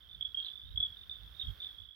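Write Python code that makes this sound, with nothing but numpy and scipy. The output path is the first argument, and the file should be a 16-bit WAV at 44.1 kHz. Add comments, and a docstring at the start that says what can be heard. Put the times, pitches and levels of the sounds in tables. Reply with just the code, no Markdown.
"""Quick runs of pure, high pips come from small frogs on an open heath. Each pip is a tone radiated
by the vocal sac; some runs end in a held note and a rattle of clicks that ring the sac briefly.
Farther frogs trill, rocks and reeds scatter a short echo, and a distant chorus ticks all around.
Light wind buffets the microphone with a low rumble over a faint hiss."""
import sys
import numpy as np
from scipy import signal
from scipy.fft import rfft, irfft
from scipy.io import wavfile
from scipy.ndimage import map_coordinates

SR = 44100
rng = np.random.default_rng(int(sys.argv[2]) if len(sys.argv) > 2 else 0)


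def transcribe(signal):
    """Save signal, clipped to [-1, 1], as a 16-bit WAV file at the path in sys.argv[1]."""
    frames = np.atleast_2d(signal).T
    limited = np.clip(frames, -1, 1)
    pcm = np.round(limited * 32767).astype(np.int16)
    wavfile.write(sys.argv[1], SR, pcm)


N = 85995

# spectra of the open air, the hiss and the wind (frequency [Hz], relative spectral density [dB])
AIR_SPECTRUM = [(30, 1), (200, -1.5), (400, -2.5), (900, -7), (1500, 2.5), (2400, -7.5), (3400, -2),
                (4300, -8), (5200, -10), (6300, -22), (8000, -43.5), (16000, -49)]
HISS_SPECTRUM = [(30, -5), (5000, -22.5), (7500, -13.5), (9700, -16), (10500, -8), (12500, -1.5),
                 (14500, -1), (16000, -3)]
WIND_SPECTRUM = [(20, -23), (35, -17), (52, 5), (72, -0.5), (100, -5.5), (150, -16), (220, -26.5),
                 (400, -44), (900, -83)]
# slow swell of the air and hiss (time [s], gain [dB])
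BACKGROUND_SWELL = [(0, -2), (.3, -1.5), (.45, 2.5), (.65, -2.5), (.85, 2), (1.1, 0.5), (1.45, 4.5),
                    (1.67, 4.5), (1.8, -1), (1.95, -9)]
# gusts on the microphone (time [s], relative level [dB])
WIND_GUSTS = [(0.0, -71.5), (0.178, -58.5), (0.248, -64.5), (0.624, -67.5), (0.64, -54), (0.802, -49.5),
              (0.868, -62.5), (0.912, -56), (0.95, -65.5), (1.194, -62.5), (1.232, -55.5), (1.422, -64.5),
              (1.438, -49.5), (1.504, -39.5), (1.548, -61.5), (1.71, -70.5), (1.818, -60), (1.95, -75)]
# farther frogs' trills (first onset [s], last onset [s], first pitch [Hz], last pitch [Hz],
# first level [dB], last level [dB], left minus right [dB])
FAR_TRILLS = [(0.093, 0.146, 3540, 3526, -42.5, -36.5, -9), (.513, .575, 3480, 3517, -34.5, -36, -12),
              (.595, 0.634, 3496, 3505, -39.5, -41.5, -4), (0.652, 0.723, 3627, 3776, -45.5, -47.5, -13.5),
              (0.882, .942, 3280, 3397, -46, -41, -15), (0.968, 1.031, 3617, 3545, -40, -42, -8),
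              (1.166, 1.221, 3500, 3460, -45.5, -51.5, -9), (1.242, 1.275, 3400, 3480, -48.5, -53.5, 7),
              (1.347, 1.384, 3680, 3670, -45.5, -42.5, -18.5), (1.688, 1.743, 3450, 3310, -42, -48.5, -5),
              (1.782, 1.851, 3400, 3473, -40, -44.5, -12), (1.887, 1.928, 3352, 3420, -42.5, -46, -11)]
# near frogs' pips (onset [s], pitch [Hz], peak level [dB], length [s], left minus right [dB])
NEAR_PIPS = [(0.2086, 3366, -24.5, 0.0058, -12), (0.2234, 3380, -24, 0.0072, -12),
             (.249, 3404, -24.5, 0.011, -11.5), (0.267, 3358, -31.5, 0.0068, -9),
             (0.3443, 3267, -25.5, 0.0089, -5.5), (0.371, 3285, -24.5, 0.027, -10),
             (0.4, 3260, -30, .036, -7), (.758, 3360, -33, 0.0068, -1.5), (0.7736, 3404, -21, 0.0088, -6),
             (.802, 3426, -20, 0.0086, -5), (0.813, 3345, -35.5, 0.009, -3.5),
             (0.8267, 3429, -20, 0.014, -6.5), (0.847, 3436, -28.5, 0.013, -6.5),
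             (0.8606, 3330, -29, 0.0098, -2.5), (1.0946, 3577, -30, 0.0067, -8.5),
             (1.111, 3570, -31.5, 0.011, -6), (1.123, 3536, -37.5, 0.027, -9),
             (1.154, 3580, -37.5, 0.0076, -9), (1.396, 3662, -27, 0.0088, -10),
             (1.4117, 3670, -27, 0.016, -7.5), (1.445, 3324, -37.5, 0.011, 0.5),
             (1.469, 3358, -34.5, 0.0064, -1), (1.4813, 3263, -37.5, 0.012, -5),
             (1.502, 3320, -39.5, 0.0085, -7), (1.601, 3530, -34, 0.0091, -6),
             (1.6174, 3560, -33.5, 0.017, -3.5), (1.636, 3606, -33, 0.017, -10),
             (1.656, 3545, -35.5, 0.015, -10), (1.666, 3500, -35, 0.0098, -5)]
# clicks of the rattles (onset [s], pitch [Hz], peak level [dB], left minus right [dB])
RATTLE_CLICKS = [(0.4007, 3420, -29.5, -10.5), (.4265, 3600, -33, -8), (0.4462, 3510, -29.5, -11),
                 (.451, 3620, -41, 0), (.457, 3930, -34.5, -6), (.4645, 3490, -30.5, -9.5),
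                 (.4675, 3450, -32, -8.5), (.4715, 3630, -37, -6.5), (.483, 3430, -30, -13),
                 (.4865, 3330, -34, -8), (.501, 3500, -34.5, -11.5), (1.4135, 3440, -36, 7),
                 (1.423, 3350, -35, -14), (1.427, 3390, -35, -20), (1.4313, 3280, -41, 1),
                 (1.6265, 3330, -37, -1), (1.645, 3440, -32.5, -10)]

AIR_DB, HISS_DB, WIND_GAIN_DB = -69, -73.5, 3
CHORUS_PER_S, CHORUS_HZ, CHORUS_SPREAD_HZ, CHORUS_PIP_S = 300, 3424, 160, 0.0053
CHORUS_DB, CHORUS_SPREAD_DB, CHORUS_PAN_DB = -53, 0.5, -10.5
ECHO_DB, ECHO_T60_S = -9.5, 0.25
TRILL_PERIOD_S, TRILL_PIP_S, TRILL_SPREAD_DB = 0.019, 0.0094, 1.9
PIP_ATTACK_S, PIP_RELEASE_S, PIP_SAG_S, PIP_SUSTAIN = 0.0028, 0.005, 0.009, 0.39
SCOOP_DEPTH, SCOOP_S, WAVER_DEPTH, OCTAVE_DB = 0.034, 0.001, 0.0048, -51.5
CLICK_RISE_S, CLICK_DECAY_S = 0.0011, 0.0048
RIGHT_LAG_S = 0.00007  # near and farther calls reach the right microphone port this much later
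CUTOFF_HZ = 15800


def undb(db):
    """Amplitude ratio: a factor of ten for every 20 dB."""
    return 10 ** (np.asarray(db) / 20)


def pan_gains(pan_db):
    """Constant-power panning: left and right gains whose squares sum to one."""
    gains = undb(np.array([[pan_db], [-pan_db]]) / 2)
    return gains / np.sqrt(np.sum(gains ** 2))


def add(out, start, sound):
    """Superposition: a stereo sound adds to the mix from its onset."""
    i = max(int(start * SR), 0)
    n = min(sound.shape[1], N - i)
    if n > 0:
        out[:, i:i + n] += sound[:, :n]


def curve(rows):
    """Linear interpolation through (time [s], value) rows."""
    return np.interp(np.arange(N) / SR, *np.array(rows).T)


def ease(x):
    """Raised-cosine step from 0 to 1."""
    return np.sin(np.clip(x, 0, 1) * np.pi / 2) ** 2


def noise(spectrum, correlation):
    """Spectral shaping: noise of unit rms, its left-right correlation set by mid and side weights."""
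    hz, db = np.array(spectrum).T
    bin_hz = np.maximum(np.arange(N // 2 + 1) * SR / N, 1)
    shape = undb(np.interp(np.log(bin_hz), np.log(hz), db))
    mid, side = irfft(rfft(rng.standard_normal((2, N))) * shape, N)
    stereo = np.sqrt(1 + correlation) * mid + np.sqrt(1 - correlation) * side * np.array([[1], [-1]])
    return stereo / stereo.std()


def background():
    """Broadband ambient noise: soft open air and a thin, high hiss swell together."""
    air = noise(AIR_SPECTRUM, correlation=0.6) * undb(AIR_DB) * pan_gains(-8.5) * np.sqrt(2)
    hiss = noise(HISS_SPECTRUM, correlation=0) * undb(HISS_DB)
    return (air + hiss) * undb(curve(BACKGROUND_SWELL))


def wind():
    """Pressure fluctuations from gusts at the microphone ports make a low rumble."""
    gusts = undb(curve(WIND_GUSTS) + WIND_GAIN_DB)
    return noise(WIND_SPECTRUM, correlation=0.23) * gusts * pan_gains(-7) * np.sqrt(2)


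def chorus():
    """Incoherent summation: pips of many distant frogs, random in time, pitch, level and place."""
    out = np.zeros((2, N))
    deviations = rng.standard_normal((int(CHORUS_PER_S * N / SR), 4))
    for k, (late, pitch, level, place) in enumerate(deviations):
        gain = undb(CHORUS_DB + CHORUS_SPREAD_DB * level) * pan_gains(CHORUS_PAN_DB + 4 * place)
        hz = CHORUS_HZ + CHORUS_SPREAD_HZ * pitch
        pair = np.array([pip(hz, CHORUS_PIP_S), pip(hz, CHORUS_PIP_S)])  # unrelated phase on each side
        add(out, abs(k + late) / CHORUS_PER_S, gain * pair)
    return out


def echoes(calls):
    """Diffuse scattering from rocks and reeds: convolution with exponentially decaying noise."""
    t = np.arange(SR // 2) / SR
    tail = rng.standard_normal((2, len(t))) * np.exp(-np.log(1000) * t / ECHO_T60_S)
    tail /= np.sqrt(np.sum(tail ** 2, axis=1, keepdims=True))
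    return undb(ECHO_DB) * signal.fftconvolve(calls, tail, axes=1)[:, :N]


def far_frogs():
    """Periodic pulse trains: evenly spaced soft pips form trills that glide in pitch and level."""
    out = np.zeros((2, N))
    for first, last, first_hz, last_hz, first_db, last_db, pan in FAR_TRILLS:
        count = round((last - first) / TRILL_PERIOD_S) + 1
        for progress in np.linspace(0, 1, count):
            start = first + progress * (last - first)
            hz = first_hz + progress * (last_hz - first_hz)
            db = first_db + progress * (last_db - first_db) + TRILL_SPREAD_DB * rng.standard_normal()
            add(out, start, undb(db) * pan_gains(pan) * pip(hz, TRILL_PIP_S))
    return out


def click(hz):
    """Damped resonance: a click sets the vocal sac ringing, and the ring decays exponentially."""
    t = np.arange(SR // 20) / SR
    envelope = ease(t / CLICK_RISE_S) * np.exp(-np.maximum(t - CLICK_RISE_S, 0) / CLICK_DECAY_S)
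    return envelope * np.sin(2 * np.pi * (hz * t + rng.random()))


def pip(hz, length):
    """Radiation from the vocal sac: a nearly pure tone scoops up to pitch, swells, sags and stops."""
    t = np.arange(int((length + PIP_RELEASE_S / 2) * SR)) / SR
    gate = ease(t / PIP_ATTACK_S) * ease((length - t) / PIP_RELEASE_S + 0.5)
    sag = PIP_SUSTAIN + (1 - PIP_SUSTAIN) * np.exp(-np.maximum(t - PIP_ATTACK_S, 0) / PIP_SAG_S)
    waver = np.interp(t, np.linspace(0, length, 10), rng.standard_normal(10))
    pitch = hz * (1 - SCOOP_DEPTH * np.exp(-t / SCOOP_S) + WAVER_DEPTH * waver)
    phase = 2 * np.pi * (np.cumsum(pitch) / SR + rng.random())
    return gate * sag * (np.sin(phase) + undb(OCTAVE_DB) * np.sin(2 * phase))


def near_frogs():
    """Direct sound of the near frogs: loud pips and rattles, placed by left-right level difference."""
    out = np.zeros((2, N))
    for start, hz, db, length, pan in NEAR_PIPS:
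        add(out, start, undb(db) * pan_gains(pan) * pip(hz, length))
    for start, hz, db, pan in RATTLE_CLICKS:
        add(out, start, undb(db) * pan_gains(pan) * click(hz))
    return out


def scene():
    """Superposition at two microphone ports: wind and air, calls, their echoes and the chorus."""
    ambience = wind() + background()
    left, right = near_frogs() + far_frogs()
    delayed_right = map_coordinates(right, [np.arange(N) - RIGHT_LAG_S * SR], mode="nearest")
    calls = np.array([left, delayed_right])
    return ambience + calls + echoes(calls) + chorus()


def record(dry):
    """Band limiting: a steep elliptic low-pass filter removes the highest treble."""
    return signal.sosfilt(signal.ellip(10, 0.1, 70, CUTOFF_HZ, fs=SR, output="sos"), dry)


dry = scene()
out = record(dry)
transcribe(out)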